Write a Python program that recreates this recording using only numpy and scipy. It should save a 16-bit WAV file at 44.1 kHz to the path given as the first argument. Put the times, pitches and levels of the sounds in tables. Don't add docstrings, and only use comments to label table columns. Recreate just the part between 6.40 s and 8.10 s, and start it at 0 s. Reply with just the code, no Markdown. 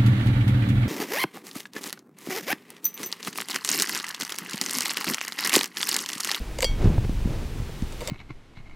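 import sys
import numpy as np
from scipy import signal
from scipy.fft import rfft, irfft, next_fast_len
from scipy.io import wavfile
from scipy.ndimage import uniform_filter1d

SR = 44100
rng = np.random.default_rng(int(sys.argv[2]) if len(sys.argv) > 2 else 0)


def int16_out(signal):
    q = np.round(np.clip(np.atleast_2d(signal).T, -1, 1) * 32767)
    wavfile.write(sys.argv[1], SR, q.astype(np.int16))


N = 74970

# pitch_hz, level_db, ring_s (time to fall 60 dB)
PRESSED_BLADE_TONES = [(2121, 2.5, 0.018), (2334, -4, 0.009), (2420, -7.5, 0.0039), (2876, -2, 0.017),
                       (3680, -5, 0.017), (4630, -2.5, 0.019), (7600, -18, 0.048)]
# pitch_hz, level_db, ring_s
KNOCK_TONES = [(370, -0.5, 0.013), (451, 6, 0.015), (535, 6, .024), (767, -14, 0.011), (905, -8, 0.033),
               (1160, -23.5, 0.0093)]
# time_s, level_db
GUST_LEVELS = [(0, -37), (.05, -44), (.25, -41), (.31, -32), (.385, -32), (.425, -31), (.47, -18),
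               (.53, -25.5), (.62, -28.5), (.72, -32.5), (.82, -34), (.87, -32), (.98, -31.5), (1.13, -36),
               (1.21, -37), (1.3, -39), (1.52, -42.5), (1.7, -42.5)]


def from_db(db):
    return 10 ** (np.asarray(db) / 20)


def rms_one(x):
    return x / np.sqrt(np.mean(x ** 2) + 1e-20)


def in_time(rows):
    return np.interp(np.arange(N) / SR, *np.transpose(rows))


def coloured(x, spectrum):
    size = 2 * next_fast_len(N)
    hz, db = np.transpose(spectrum)
    all_hz = np.arange(size // 2 + 1) * SR / size
    gain = rms_one(from_db(np.interp(np.log(all_hz + 1), np.log(hz), db)))
    cepstrum = irfft(np.log(gain))
    cepstrum[1:size // 2] *= 2
    cepstrum[size // 2 + 1:] = 0
    return irfft(rfft(x, size) * np.exp(rfft(cepstrum)))[:N]


def noise(spectrum):
    return rms_one(coloured(rng.standard_normal(N), spectrum))


def evened(x, span_s):
    return x / np.sqrt(uniform_filter1d(x ** 2, max(int(span_s * SR), 2)) + 1e-9)


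def drift(rate_hz):
    r = np.exp(-2 * np.pi * rate_hz / SR)
    return rms_one(signal.lfilter([1], [1, -2 * r, r * r], rng.standard_normal(2 * N))[N:])


def ring(x, hz, ring_s):
    decay, angle = from_db(-60 / (ring_s * SR)), 2 * np.pi * hz / SR
    return signal.lfilter([0, np.sin(angle)], [1, -2 * decay * np.cos(angle), decay * decay], x + 1e-18)


def click(start_s):
    return 1.0 * (np.arange(N) == int(start_s * SR))


def fade(start_s, fade_s):
    age_s = np.arange(N) / SR - start_s
    return (age_s >= 0) * np.exp(-np.maximum(age_s, 0) / fade_s)


def struck(tones, push):
    sound, jolts = 0, np.diff(push, prepend=0)
    for k, (hz, db, ring_s) in enumerate(tones):
        strength = from_db(db) * np.std(ring(click(0), hz, ring_s))
        sound = sound + (-1) ** k * strength * rms_one(ring(jolts, hz, ring_s))
    return sound


def steady_hiss():
    # pitch_hz, level_db
    centre_colour = [(88, -27.5), (150, -9.5), (366, -12), (481, -11), (595, -23), (796, -14),
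                     (1290, -18.5), (1540, -18.5), (2310, -19), (2500, -18), (15500, -34.5)]
    # pitch_hz, level_db
    side_colour = [(880, -12), (1500, -10), (2230, -23), (2430, -20), (3240, -21), (3570, -23), (5950, 0.5),
                   (15000, 1)]
    return from_db(-45.5) * noise(centre_colour), from_db(-61.5) * noise(side_colour)


def wind():
    # time_s, level_db
    rumble_levels = [(0.0, -25.5), (0.028, -34), (0.24, -33.5), (0.302, -21), (0.382, -30), (0.41, -24),
                     (0.496, -20), (0.524, -35), (0.756, -24.5), (1.406, -40.5), (1.424, -33), (1.7, -39.5)]
    # time_s, level_db
    flutter_levels = [(0, -46.5), (.27, -46.5), (.37, -43), (.43, -28), (.465, -33), (.51, -36), (.56, -36),
                      (.61, -53), (.65, -35), (.68, -77), (.80, -46), (.87, -40.5), (.96, -39), (1.08, -47),
                      (1.2, -45), (1.35, -50.5), (1.7, -44.5)]
    # pitch_hz, level_db
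    rumble_colour = [(4, -11), (14, -13), (25, 2.5), (42, -4.5), (60, -12.5), (100, -29), (250, -78.5)]
    buffet_colour = [(30, -28), (65, -4), (110, -1), (180, -9.5), (260, -13.5), (400, -23.5), (700, -33.5),
                     (1500, -45), (5000, -76)]
    flutter_colour = [(120, -31), (330, 2.5), (550, -5), (900, -14), (2000, -18.5), (5000, -29.5),
                      (12000, -48)]
    rumble = from_db(0.5 + in_time(rumble_levels)) * evened(noise(rumble_colour), span_s=0.061)
    buffet = from_db(in_time(GUST_LEVELS)) * evened(noise(buffet_colour), span_s=0.0313)
    lumpy = noise(flutter_colour) * from_db(0.5 * drift(rate_hz=21))
    flutter = from_db(-1.5 + in_time(flutter_levels)) * evened(lumpy, span_s=0.017)
    return rumble + buffet + flutter


def wind_swirls():
    # pitch_hz, level_db
    swirl_colour = [(15, 32), (60, -21), (150, 5), (400, -3.5), (900, -13), (1400, -51), (2500, -47)]
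    return from_db(-17.5 + in_time(GUST_LEVELS)) * noise(swirl_colour)


def wind_thumps():
    # start_s, level_db, pitch_hz, puff_db
    hits = [(0.443, -7, 138, -30), (0.455, -6, 168, -23), (.471, -7.5, 87, -34), (.5015, -12, 154, -31),
            (0.5795, -7.5, 101, -21.5), (0.647, -18.5, 133, -26.5), (0.694, -16, 256, -31.5),
            (.847, -14.5, 86, -48), (.855, -13.5, 208, -55), (0.874, -18.5, 285, -30),
            (0.904, -18, 120, -36), (0.9187, -26, 298, -41), (1.182, -28, 139, -36), (1.2, -19, 125, -45),
            (1.222, -21, 89, -39), (1.293, -37, 212, -31), (1.423, -15.5, 214, -44), (1.429, -21, 69, -41)]
    # pitch_hz, level_db
    puff_colour = [(100, -19), (400, 10), (800, -3.5), (1600, -13.5), (3000, -26.5), (8000, -51)]
    ring_cycles = 2.56
    swings, puffs = 0, 0
    for start_s, db, hz, puff_db in hits:
        ring_s = ring_cycles / hz
        swing = ring(ring(click(start_s), hz, ring_s), hz, ring_s)
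        swings = swings + from_db(db) * swing / (np.abs(swing).max() + 1e-9)
        puffs = puffs + from_db(puff_db) * fade(start_s, fade_s=0.0031)
    return swings + coloured(puffs * rng.standard_normal(N), puff_colour)


def sand_scrape():
    # time_s, level_db
    drag_levels = [(0, -75), (.18, -70), (.21, -45), (.24, -38), (.256, -48), (.30, -68), (.8, -62),
                   (.92, -54), (1.1, -62), (1.57, -59), (1.63, -47), (1.668, -41.5), (1.7, -44)]
    # pitch_hz, level_db
    sand_colour = [(300, 2.5), (550, 0.5), (1200, 0), (2200, -8.5), (3700, -4), (6000, -3.5), (8000, -9),
                   (10500, -13.5), (14000, -24), (16000, -37)]
    # start_s, level_db
    crunches = [(0.445, -33), (.694, -40), (.901, -40), (1.422, -35)]
    grains_per_s, spread_db = 5400, 2.5
    sizes = from_db(spread_db * np.minimum(rng.exponential(1, N), 4)) * rng.choice([-1, 1], N)
    grains = rms_one(sizes * (rng.random(N) < grains_per_s / SR))
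    ringing = from_db(-4) * rms_one(struck(PRESSED_BLADE_TONES + KNOCK_TONES, grains))
    sliding = coloured(grains, sand_colour) + ringing
    crunch_level = sum(from_db(db) * fade(start_s, fade_s=0.0013) for start_s, db in crunches)
    crushed = coloured(crunch_level * rng.standard_normal(N), sand_colour)
    return from_db(in_time(drag_levels)) * sliding + crushed


def blade_ring():
    # pitch_hz, level_db, ring_s
    free_tones = [(2232, -34.5, .44), (3251, -26, .25), (3368, -35, .13), (4483, -28.5, .19),
                  (5850, -35, .22), (7402, -38, .15), (2822, -45, .2), (4660, -23, .03), (4850, -15, .04),
                  (9060, -32, .07), (9254, -44, .1), (10720, -36, .04), (13250, -39, .035)]
    release = click(start_s=0.2445)
    return sum(from_db(db - 0.5) * ring(release, hz, ring_s) for hz, db, ring_s in free_tones)


def tool_hits():
    # start_s, grind_s, tick_db, clack_db, knock_db
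    hits = [(0.113, 0.0029, -62, -60, -37), (0.1855, 0.0035, -30.5, -41.5, -51),
            (0.1880, 0.00033, -23, -31, -22.5), (0.2062, 0.00076, -20.5, -45, -34.5),
            (0.219, 0.0011, -32, -51, -62), (0.223, 0.00057, -15.5, -26, -30),
            (0.2275, 0.0005, -16, -17, -20), (0.2300, 0.0013, -36, -22.5, -17.5),
            (0.2440, 0.0015, -22.5, -29.5, -16), (0.2474, 0.00092, -24, -30, -26),
            (1.523, 0.0058, -42.5, -43, -36), (1.607, 0.0015, -35.5, -36, -35.5),
            (1.6125, 0.0034, -45, -35.5, -33.5), (1.619, 0.009, -47, -67, -25.5),
            (1.6744, 0.0022, -22.5, -28, -33), (1.682, 0.0072, -57, -47, -26),
            (1.685, 0.004, -36, -33, -29), (1.6972, 0.0032, -45, -28.5, -25)]
    # pitch_hz, level_db
    tick_colour = [(500, -61), (2000, 4), (3900, -4), (4850, -0.5), (5300, -2.5), (6300, -0.5), (7900, 2),
                   (9000, -3.5), (9800, -9), (11500, -14.5), (14500, -6.5), (16000, -28)]
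    tail_db, tail_s = -21, 0.12
    ticks, body = 0, 0
    for start_s, grind_s, tick_db, clack_db, knock_db in hits:
        grit = evened(rng.standard_normal(N), span_s=0.0005)
        grind = grit * fade(start_s, grind_s)
        tail = from_db(tail_db) * grit * fade(start_s, tail_s / np.log(1000))
        ticks = ticks + from_db(tick_db) * (grind + tail)
        push = click(start_s) + from_db(0.5) * grind / (np.linalg.norm(grind) + 1e-9)
        body = body + from_db(clack_db) * struck(PRESSED_BLADE_TONES, push)
        body = body + from_db(knock_db) * struck(KNOCK_TONES, push)
    return coloured(ticks, tick_colour) + body


def scene():
    tool = tool_hits() + blade_ring() + sand_scrape()
    gusts = wind() + wind_thumps()
    hiss_centre, hiss_side = steady_hiss()
    centre = hiss_centre + gusts + tool
    side = hiss_side + wind_swirls() + from_db(-42.5) * np.gradient(tool)
    return centre + side * np.array([[1], [-1]])


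def record(dry):
    low_cut = signal.butter(1, 10, "high", fs=SR, output="sos")
    treble_cut = signal.ellip(10, .1, 80, 15800, fs=SR, output="sos")
    return signal.sosfilt(treble_cut, signal.sosfilt(low_cut, dry))


dry = scene()
out = record(dry)
int16_out(out)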